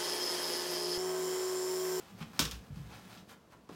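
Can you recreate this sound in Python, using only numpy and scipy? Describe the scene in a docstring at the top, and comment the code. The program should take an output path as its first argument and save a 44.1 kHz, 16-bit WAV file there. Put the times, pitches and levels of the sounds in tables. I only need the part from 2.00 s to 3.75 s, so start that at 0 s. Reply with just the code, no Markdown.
"""A dog shoves its way under a heavy pleated curtain, heard from one microphone nearby in a small
room with a wooden floor. Cloth drags over its coat, folds swish and shudder, paws scuff, and its
body rubs and bumps the boards. Something hard behind the curtain is knocked with one sharp clack
and rattles briefly. A paw lands at the end; quiet room tone lies under it all."""
import sys
import numpy as np
from scipy import signal
from scipy.fft import rfft, irfft
from scipy.io import wavfile
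from scipy.ndimage import uniform_filter1d

SR = 44100
rng = np.random.default_rng(int(sys.argv[2]) if len(sys.argv) > 2 else 0)


def pcm_store(signal):
    """Save signal as 16-bit PCM."""
    levels = np.round(np.clip(np.atleast_2d(signal), -1, 1) * 32767)
    wavfile.write(sys.argv[1], SR, levels.astype(np.int16).T)


N = 77175


def cloth(walls, room_db=-4, scuff_decay_s=0.011):
    """The curtain drags over the dog's coat in tiny slips; its folds swish and the paws scuff."""
    # Strength of the drag. Each row: time in seconds, level in dB.
    drag_levels = [(0, -54.5), (0.06, -60.5), (0.11, -58), (0.16, -65), (0.25, -61.5), (0.32, -61.5),
                   (0.37, -52.5), (0.6, -64.5), (0.65, -62), (0.71, -69), (0.755, -58.5), (0.85, -61.5),
                   (0.97, -56.5), (1.02, -60), (1.13, -53.5), (1.21, -61), (1.26, -74), (1.75, -95)]
    # Spectrum of sliding cloth. Each row: frequency in Hz, relative level in dB.
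    spectrum = [(100, -5.5), (300, -2), (600, 2.5), (1100, 1), (2000, -2.5), (4000, -5.5), (6500, -10.5),
                (9000, -14.5), (15500, -17)]
    # Swishing folds. Each row: peak time and half width in seconds, level in dB, band centre in Hz,
    # fall away from it in dB per octave squared.
    swishes = [(0.203, 0.027, -53.5, 2490, 0.1), (0.225, 0.011, -46, 2240, 2),
               (0.939, 0.043, -53.5, 1000, 0.5), (1.31, 0.026, -53, 3500, 0.15),
               (1.31, 0.026, -64.5, 14000, 2), (1.325, 0.023, -57, 694, 3), (1.526, 0.021, -61.5, 6000, 0),
               (1.535, 0.016, -57.5, 950, 4.5), (1.745, 0.042, -57, 1200, 0.2)]
    # Paw scuffs. Each row: start in seconds, level in dB, band centre in Hz.
    scuffs = [(0.333, -51.5, 890), (1.692, -43.5, 450)]
    t = seconds()
    out = gain_curve(drag_levels) * through(friction(), colour(spectrum))
    for peak, width, db, hz, fall_db in swishes:
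        swell = undb(db) * np.exp(-((t - peak) / width) ** 2)
        out += swell * through(friction(), colour(spectrum, hz, fall_db))
    for start, db, hz in scuffs:
        scuff = np.exp(-t / scuff_decay_s) * friction()
        out += undb(db) * delay(through(scuff, colour(spectrum, hz, fall_db=3)), start)
    return (out + undb(room_db) * through(out, walls)) / np.hypot(1, undb(room_db))


def curtain_shudder():
    """The hanging curtain trembles around one deep pitch as it is shoved."""
    # Shudders. Each row: start and length in seconds, level in dB.
    shudders = [(0.407, 0.068, -41.5), (0.522, 0.045, -43.5), (0.697, 0.17, -51), (0.88, 0.047, -57)]
    return tremble(shudders, hz=59.2, attack_s=0.0053, release_s=0.048)


def clacks(gain_db=-5, ring_db=-12, buzz_decay_s=0.0031, buzz_lag_s=0.0001):
    """Each hard contact is a clean snap and a brief buzz, with the object's ring and the room's echo."""
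    # Clack, rattle and claws. Each row: start in seconds, relative level in dB, band centre in Hz,
    # fall away from it in dB per octave squared (sign ignored), buzz and room in dB against the snap.
    contacts = [(0.2073, -21.5, 1260, 6, 6, 0.5), (0.3334, -37, 9000, 2.5, 3, 5),
                (0.3928, 3, 5170, 0.5, -1, 1.5), (0.3950, -1, 3280, 0.5, -4, 0),
                (0.3994, -5.5, 4480, -0.04, -7, 0), (0.4035, -7, 2800, 0.5, 0.5, -1.5),
                (0.4114, -5.5, 5800, 0.7, 3, -0.5), (0.453, -8, 5570, 1.5, -4, -4),
                (0.4556, -15, 3400, 2, 0, -2), (0.5122, -13, 11500, 1.6, 0, -1.5),
                (0.5171, -16, 2300, 2.8, 4, 2.5), (1.174, -30.5, 3830, 9, 1, 5),
                (1.6908, -31.5, 2010, 0.8, 5, 3.5)]
    # Modes of the knocked object. Each row: frequency in Hz, relative level in dB, t60 in seconds.
    object_modes = [(1130, 0, 0.14), (3312, -0.5, 0.22), (3740, -2, 0.18), (5385, -5, 0.16),
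                    (6810, -5, 0.13)]
    # Spectrum of a hard contact. Each row: frequency in Hz, relative level in dB.
    spectrum = [(60, -8.5), (280, 3), (480, 6.5), (720, -7.5), (1100, 1.5), (1500, -0.5), (2000, -6),
                (2500, -1), (3300, -0.5), (3800, 0.5), (4400, -2.5), (5300, 1), (7000, -4.5), (9500, -10),
                (15500, -12)]
    t, ringing, out = seconds(), ring(object_modes), 0
    snap = t == 0
    for start, db, hz, fall_db, buzz_db, room_db in contacts:
        buzz = unit_energy(np.exp(-t / buzz_decay_s) * rng.standard_normal(N))
        contact = unit_energy(snap + undb(buzz_db) * delay(buzz, buzz_lag_s))
        at_mic = contact + undb(ring_db) * ringing + undb(room_db) * room()
        out += undb(db) * delay(through(at_mic, colour(spectrum, hz, fall_db)), start)
    return undb(gain_db) * out


def floor_bumps(walls, gain_db=-32.5, boom_db=0.5, room_db=-7, rise_cycles=0.64):
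    """The dog's soft bumps and the low thump under the clack set the boards booming."""
    # Bumps and thump. Each row: start in seconds, relative level in dB, pitch of the swing in Hz.
    bumps = [(0.211, -5.5, 180), (0.229, -8.5, 178.3), (0.393, -5, 442), (0.398, 3, 258),
             (0.416, -5.5, 157), (0.440, -3.5, 162), (0.703, -10, 142), (0.723, -11, 110),
             (0.769, -5.5, 174), (0.797, -6.5, 145), (0.848, -14.5, 122), (1.694, -9, 291)]
    # Modes of boards and room. Each row: frequency in Hz, relative level in dB, t60 in seconds.
    board_modes = [(112.2, 1.5, 0.55), (159, -3.5, 0.31), (182.7, 7, 0.16), (224, 2.5, 0.059),
                   (297, -1.5, 0.43), (401, -3, 0.61), (452, 5, 0.74), (484, 9, 0.45)]
    t, boards, out = seconds(), ring(board_modes), 0
    for start, db, hz in bumps:
        age = hz * t / rise_cycles
        swing = np.sin(2 * np.pi * hz * t) * age * np.exp(1 - age)  # heavily damped
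        boom = unit_energy(through(swing, boards)) * np.sqrt(np.sum(swing ** 2))
        out += undb(db) * delay(swing + undb(boom_db) * boom, start)
    return undb(gain_db) * (out + undb(room_db) * through(out, walls))


def body_rub():
    """The dog's weight slides along curtain and floor with a low rumble, juddering now and then."""
    # Strength of the rub. Each row: time in seconds, level in dB.
    rub_levels = [(0, -54.5), (0.09, -70), (0.14, -53), (0.36, -57), (0.65, -56.5), (0.95, -57.5),
                  (1.07, -58.5), (1.24, -60), (1.3, -61.5), (1.45, -69.5), (1.57, -59), (1.66, -68),
                  (1.75, -51.5)]
    # Spectrum of the rub. Each row: frequency in Hz, relative level in dB.
    spectrum = [(40, -13), (60, -18), (85, -13), (112, -1), (140, -9), (180, -1), (215, -4), (290, -12),
                (450, -16), (700, -28), (1500, -44.5)]
    # Judders on the boards. 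Each row: start and length in seconds, level in dB.
    judders = [(0.118, 0.05, -53), (1.02, 0.07, -57), (1.172, 0.055, -52)]
    rumble = gain_curve(rub_levels) * through(friction(), colour(spectrum))
    return rumble + tremble(judders, hz=181, attack_s=0.0066, release_s=0.03)


def friction(slips_per_s=9000, spread_db=2.5):
    """Sliding surfaces catch and let go in dense tiny slips of uneven size."""
    slips = rng.random(N) < slips_per_s / SR
    return unit_rms(slips * rng.standard_normal(N) * undb(spread_db * rng.standard_normal(N)))


def tremble(spells, hz, attack_s, release_s, waver_share=0.04, waver_db=1.8):
    """Spells of low vibration that waver in pitch and strength."""
    t, out = seconds(), 0
    for start, length, db in spells:
        attack = np.clip((t - start) / attack_s, 0, 1)
        release = np.clip(1 - (t - start - length) / release_s, 0, 1)
        pitch = hz * (1 + waver_share * drift())
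        cycles = np.cumsum(pitch * (t >= start)) / SR
        out += undb(db + waver_db * drift()) * attack * release * np.sin(2 * np.pi * cycles)
    return out


def room(build_s=0.0012, echo_spread_db=4.5, merge_s=0.08, echo_samples=24):
    """Uneven reflections off the near walls merge into a diffuse tail; each octave has its own decay."""
    # Reverberation of the small room. Each row: frequency in Hz, t60 in seconds.
    decay_times = [(100, 0.35), (500, 0.33), (1500, 0.35), (4000, 0.25), (8000, 0.25), (15000, 0.27)]
    t, tail, lowest_hz = seconds(), 0, 32
    echoes = np.repeat(rng.standard_normal(N // echo_samples + 1), echo_samples)[:N].clip(-2, 2)
    unevenness = undb(echo_spread_db * echoes * np.exp(-t / merge_s))
    spectrum = rfft(rng.standard_normal(N) * unevenness)
    hz = np.arange(len(spectrum)) * SR / N
    octave = np.log2(np.clip(hz, lowest_hz, 16384) / lowest_hz)
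    for k in range(10):
        band = irfft(spectrum * np.maximum(1 - abs(octave - k), 0), N)
        t60 = at_hz(decay_times, lowest_hz * 2 ** k)
        tail += band * np.exp(-np.log(1000) * t / t60)
    return unit_energy(tail * (1 - np.exp(-t / build_s)))


def room_tone(level_db=-63):
    """The quiet room around the microphone: steady noise, strongest in the bass."""
    # Spectrum of the room tone. Each row: frequency in Hz, relative density in dB.
    spectrum = [(25, -35), (60, 6), (110, -2), (250, 2), (500, -3.5), (1000, -5.5), (2000, -17),
                (5000, -20.5), (10000, -28.5), (16000, -32)]
    return undb(level_db) * through(rng.standard_normal(N), colour(spectrum))


def ring(modes):
    """Response of a struck body: a sum of decaying modes."""
    t = seconds()
    return unit_energy(sum(undb(db) * np.sin(2 * np.pi * hz * t) * np.exp(-np.log(1000) * t / t60)
                           for hz, db, t60 in modes))


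def colour(spectrum, centre_hz=1000, fall_db=0, size=8192):
    """Unit-energy response with this spectrum, less fall_db per octave squared away from a centre."""
    hz = np.maximum(np.arange(size // 2 + 1) * SR / size, spectrum[0][0])
    cut_db = np.minimum(abs(fall_db) * np.log2(hz / centre_hz) ** 2, 50)
    cepstrum = irfft(np.log(undb(at_hz(spectrum, hz) - cut_db)))
    # Minimum phase: nothing sounds ahead of the contact.
    cepstrum[1:size // 2] *= 2
    cepstrum[size // 2 + 1:] = 0
    return unit_energy(irfft(np.exp(rfft(cepstrum))))


def drift(turns_per_s=45):
    """Slow random wander with rms 1."""
    hold = int(SR / turns_per_s)
    steps = np.repeat(rng.standard_normal(N // hold + 1), hold)
    return unit_rms(uniform_filter1d(steps, hold)[:N])


def gain_curve(points):
    """Gain over time from (seconds, dB) points."""
    return undb(np.interp(seconds(), *np.array(points).T))


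def at_hz(points, hz):
    """Reads (Hz, value) points on a log-frequency axis."""
    freqs, values = np.array(points).T
    return np.interp(np.log(np.maximum(hz, 1)), np.log(freqs), values)


def undb(db):
    return 10 ** (np.asarray(db) / 20)


def unit_rms(x):
    return x / np.sqrt(np.mean(x ** 2))


def unit_energy(x):
    return x / np.sqrt(np.sum(x ** 2))


def seconds():
    return np.arange(N) / SR


def through(x, response):
    return signal.fftconvolve(x, response)[:N]


def delay(x, lag_s):
    return np.concatenate([np.zeros(max(int(lag_s * SR), 0)), x, np.zeros(N)])[:N]


def scene():
    """Dog, curtain, knocked object and room meet at the microphone in one channel."""
    walls, air = room(), room_tone()
    return (clacks() + floor_bumps(walls) + curtain_shudder() + cloth(walls) + body_rub() + air)[None]


def record(dry, low_cut_hz=42, top_hz=15900):
    """The microphone loses the deepest bass and the very top."""
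    low_cut = signal.butter(4, low_cut_hz, "high", fs=SR, output="sos")
    high_cut = signal.ellip(8, .2, 70, top_hz, fs=SR, output="sos")
    return signal.sosfilt(high_cut, signal.sosfilt(low_cut, dry))


dry = scene()
out = record(dry)
pcm_store(out)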